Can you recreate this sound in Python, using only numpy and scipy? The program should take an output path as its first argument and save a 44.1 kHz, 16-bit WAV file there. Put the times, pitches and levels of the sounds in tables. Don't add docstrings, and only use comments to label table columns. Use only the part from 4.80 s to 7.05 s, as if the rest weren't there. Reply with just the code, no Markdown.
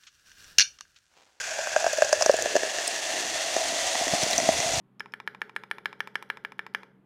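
import sys
import numpy as np
from scipy import signal
from scipy.fft import rfft, irfft
from scipy.io import wavfile

SR = 44100
rng = np.random.default_rng(int(sys.argv[2]) if len(sys.argv) > 2 else 0)


def log_audio(samples):
    frames = np.atleast_2d(samples).T
    limited = np.clip(frames, -1, 1)
    pcm = np.round(limited * 32767).astype(np.int16)
    wavfile.write(sys.argv[1], SR, pcm)


N = 99225

# pitch_hz, level_db (rms)
FAN_TONES = [(128.5, -70), (192.5, -65.5), (257, -81), (385, -79.5)]
# frequency_hz, density_db
AIR_SPECTRUM = [(25, -5), (50, -21.5), (76, -12), (102, -7.5), (130, 5.5), (200, 12.5), (320, 5), (600, -8),
                (1100, -7), (2000, -17), (3200, -22.5), (5500, -39.5), (12000, -34.5), (16000, -44.5)]
AIR_RMS_DB = -64.5

# frequency_hz, level_db
ROOM_COLOUR = [(100, 6), (400, 10), (750, 5), (1100, -5), (1500, 4.5), (1800, -9), (2000, 4), (2300, -7.5),
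               (3200, -4.5), (4200, -0.5), (5400, -2), (8000, -1.5), (14000, -1)]
# frequency_hz, t60_s
ROOM_DECAY = [(100, 0.34), (500, 0.78), (1000, 0.41), (2000, 0.41), (4000, .36), (12000, 0.35)]
ROOM_DB, ROOM_ONSET_S = -15.5, 0.0047
EARLY_DB, EARLY_T60_S, EARLY_ONSET_S = -16, 0.027, 0.0018

# pitch_hz, level_db, t60_s
DESK_MODES = [(78, -72.5, 0.41), (150, -69.5, 0.14), (208, -79.5, 0.031), (290, -65.5, 0.027),
              (420, -66, 0.055), (602, -58.5, 0.082)]
DESK_RISE_S = 0.011

# frequency_hz, gain_db
CASE_RADIATION = [(40, -42.5), (90, -28), (170, -14), (310, -11.5), (420, -3.5), (550, -4.5), (700, -12),
                  (890, 3), (1100, 0.5), (3300, 1), (4400, -4), (5400, -2.5)]
SPREAD_HZ, SPREAD_WIDTH_HZ = 2200, 1400

# frequency_hz, density_db
CRACK_SPECTRUM = [(300, -32.5), (1500, -3), (3200, 5), (4400, 5), (5600, 1.5), (7000, -5.5), (9000, -7.5),
                  (10700, 1.5), (12300, -7.5), (13800, -5), (15000, -19), (16000, -42)]
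CRACK_T60_S, CRACK_RISE_S = 0.011, 0.0003
TOUCH_LEAD_S, TOUCH_DB, TOUCH_T60_S = 0.010, -64, 0.03

# start_s, level_db, brightness_db_per_octave, extra_crack_db
TICKS = [(.1966, 9, 8, -1), (.3220, -5, 4, 0)]
# start_s, level_db, brightness_db_per_octave, extra_crack_db
RETURNS = [(.2590, -6.5, -2.5, -4.5), (.4012, 1, 2, -3), (.5482, -3.5, 0.5, -1.5), (.6953, -5.5, 0.5, 3),
           (.8364, -1, 2, 0), (.9836, -1.5, 0.5, 2.5), (1.1288, -1.3, 2.5, -2), (1.2739, 0.8, 2, 7.5),
           (1.4253, -0.2, 0.5, 10), (1.5719, -3, 1.5, 2), (1.7208, -4, 1, 1.5), (1.8654, -0.5, 0.5, 4.5),
           (2.0326, -6, -0.5, 4)]
# start_s, level_db, brightness_db_per_octave, extra_crack_db
PRESSES = [(0.2052, -5.5, -2, -2), (0.3377, -7, -1, 1.5), (0.4756, -2.5, -1, 0), (.6171, -1, -2.5, -1),
           (0.7631, -1.1, -1, 1), (.9124, -0.3, -1, 1.5), (1.0572, 0.5, 0, 3), (1.2045, -.5, 2, 1.5),
           (1.3553, 0, 3, 0.5), (1.5010, 0, 1, -0.5), (1.649, -3.8, -2, -2), (1.7924, -3, -1, -3.5),
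           (1.9479, .5, 3.5, 1.5)]
# pitch_hz, level_db, t60_s
TICK_MODES = [(1058, -64.5, 0.022), (2500, -46, 0.02), (3900, -49, 0.008), (5210, -41.5, 0.017),
              (5360, -59, 0.0093), (6340, -68, 0.0088)]
# pitch_hz, level_db, t60_s
RETURN_MODES = [(416, -42.5, 0.033), (921, -42.5, 0.019), (1065, -35, 0.017), (1332, -41.5, 0.032),
                (1690, -40, 0.0097), (1864, -34, 0.0079), (2314, -37, 0.015), (2800, -49.5, 0.014),
                (3490, -39.5, 0.0051), (5000, -46, 0.012), (7400, -67, 0.021)]
# pitch_hz, level_db, t60_s
PRESS_MODES = [(440, -42.5, 0.042), (944, -41, 0.016), (1404.5, -38, 0.043), (1742, -17.5, .018),
               (2164, -23.5, 0.0092), (2276, -27, 0.016), (2804, -32, .012), (3032, -29.5, 0.0092),
               (3218, -38.5, 0.02), (3890, -40.5, 0.016), (4810, -36.5, 0.01), (5280, -42, 0.028)]
TICK_CRACK_DB, RETURN_CRACK_DB, PRESS_CRACK_DB = -51, -48.5, -33.5
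TICK_SOFT_HZ, RETURN_SOFT_HZ, PRESS_SOFT_HZ = 8850, 5900, 4500
MODE_SCATTER_DB, MODE_DETUNE = 0.6, 0.006
RING_S = 0.3
TOP_HZ = 16000


def undb(db):
    return 10 ** (np.asarray(db) / 20)


def at(points, hz):
    table_hz, values = np.array(points, float).T
    return np.interp(np.log(np.maximum(hz, 1)), np.log(table_hz), values)


def noise(points, size):
    hz = np.arange(size // 2 + 1) * SR / size
    spectrum = rfft(rng.standard_normal(size)) * undb(at(points, hz))
    x = irfft(spectrum, size)
    return x / x.std()


def fade(t, t60):
    return np.exp(-np.log(1000) * t / t60)


def event_time():
    return np.arange(int(RING_S * SR)) / SR


def add(out, start_s, x):
    i = int(round(start_s * SR))
    out[i:i + len(x)] += x[:len(out) - i]


def fan():
    t = np.arange(N) / SR
    out = undb(AIR_RMS_DB) * noise(AIR_SPECTRUM, N)
    for hz, rms_db in FAN_TONES:
        cycles = hz * t + rng.random()
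        out = out + np.sqrt(2) * undb(rms_db) * np.sin(2 * np.pi * cycles)
    return out


def delayed_onset(t, onset_s):
    return np.clip(t / onset_s - 1, 0, 1)


def room(x):
    t = np.arange(SR) / SR
    hz = np.arange(SR // 2 + 1.)
    coloured = rfft(rng.standard_normal(SR)) * undb(at(ROOM_COLOUR, hz))
    tail = 0
    for centre_hz in 2. ** np.arange(6, 15):
        share = np.maximum(0, 1 - abs(np.log2(np.maximum(hz, 1) / centre_hz)))
        band = irfft(coloured * share, SR)
        tail = tail + band * fade(t, at(ROOM_DECAY, centre_hz))
    tail = tail * delayed_onset(t, ROOM_ONSET_S)
    early = rng.standard_normal(SR) * fade(t, EARLY_T60_S) * delayed_onset(t, EARLY_ONSET_S)
    response = undb(ROOM_DB) * tail / np.linalg.norm(tail)
    response = response + undb(EARLY_DB) * early / np.linalg.norm(early)
    return signal.fftconvolve(x, response)[:N]


def ring(modes, t, bright):
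    hz, db, t60 = np.array(modes, float).T[:, :, None]
    scatter, detune = rng.standard_normal((2, len(modes), 1))
    tilt_db = bright * np.log2(hz / hz[np.argmax(db)])
    gain = undb(db + MODE_SCATTER_DB * scatter + tilt_db)
    struck_hz = hz * (1 + MODE_DETUNE * detune)
    return (gain * np.sin(2 * np.pi * struck_hz * t) * fade(t, t60)).sum(0)


def desk():
    out, t = np.zeros(N), event_time()
    rise = 1 - np.exp(-t / DESK_RISE_S)
    for start_s, db, _, _ in PRESSES:
        add(out, start_s, undb(db) * ring(DESK_MODES, t, 0) * rise)
    return out


def radiate(x):
    size = 4096
    hz = np.arange(size // 2 + 1) * SR / size
    cepstrum = irfft(np.log(undb(at(CASE_RADIATION, hz))))
    cepstrum[1:size // 2] *= 2
    cepstrum[size // 2 + 1:] = 0
    response = irfft(np.exp(rfft(cepstrum)))
    x = signal.fftconvolve(x, response)[:len(x)]
    _, poles = signal.iirpeak(SPREAD_HZ, SPREAD_HZ / SPREAD_WIDTH_HZ, SR)
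    return signal.lfilter(poles[::-1], poles, x)


def touches():
    out, t = np.zeros(N), event_time()
    for start_s, db, _, _ in PRESSES:
        brush = noise(CRACK_SPECTRUM, len(t)) * fade(t, TOUCH_T60_S)
        add(out, start_s - TOUCH_LEAD_S, undb(db + TOUCH_DB) * radiate(brush))
    return out


def soften(x, hz):
    return signal.sosfilt(signal.butter(2, hz, fs=SR, output="sos"), x)


def clacks(events, modes, soft_hz, crack_db):
    out, t = np.zeros(N), event_time()
    snap = fade(t, CRACK_T60_S) * (1 - np.exp(-t / CRACK_RISE_S))
    for start_s, db, bright, extra_db in events:
        body = soften(ring(modes, t, bright), soft_hz)
        crack = undb(crack_db + extra_db) * noise(CRACK_SPECTRUM, len(t)) * snap
        add(out, start_s, undb(db) * radiate(body + crack))
    return out


def scene():
    ticks = clacks(TICKS, TICK_MODES, TICK_SOFT_HZ, TICK_CRACK_DB)
    returns = clacks(RETURNS, RETURN_MODES, RETURN_SOFT_HZ, RETURN_CRACK_DB)
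    presses = clacks(PRESSES, PRESS_MODES, PRESS_SOFT_HZ, PRESS_CRACK_DB)
    direct = desk() + touches() + ticks + returns + presses
    return (fan() + room(direct) + direct)[None]


def record(dry):
    return signal.sosfilt(signal.ellip(8, 0.2, 70, TOP_HZ, fs=SR, output="sos"), dry)


dry = scene()
out = record(dry)
log_audio(out)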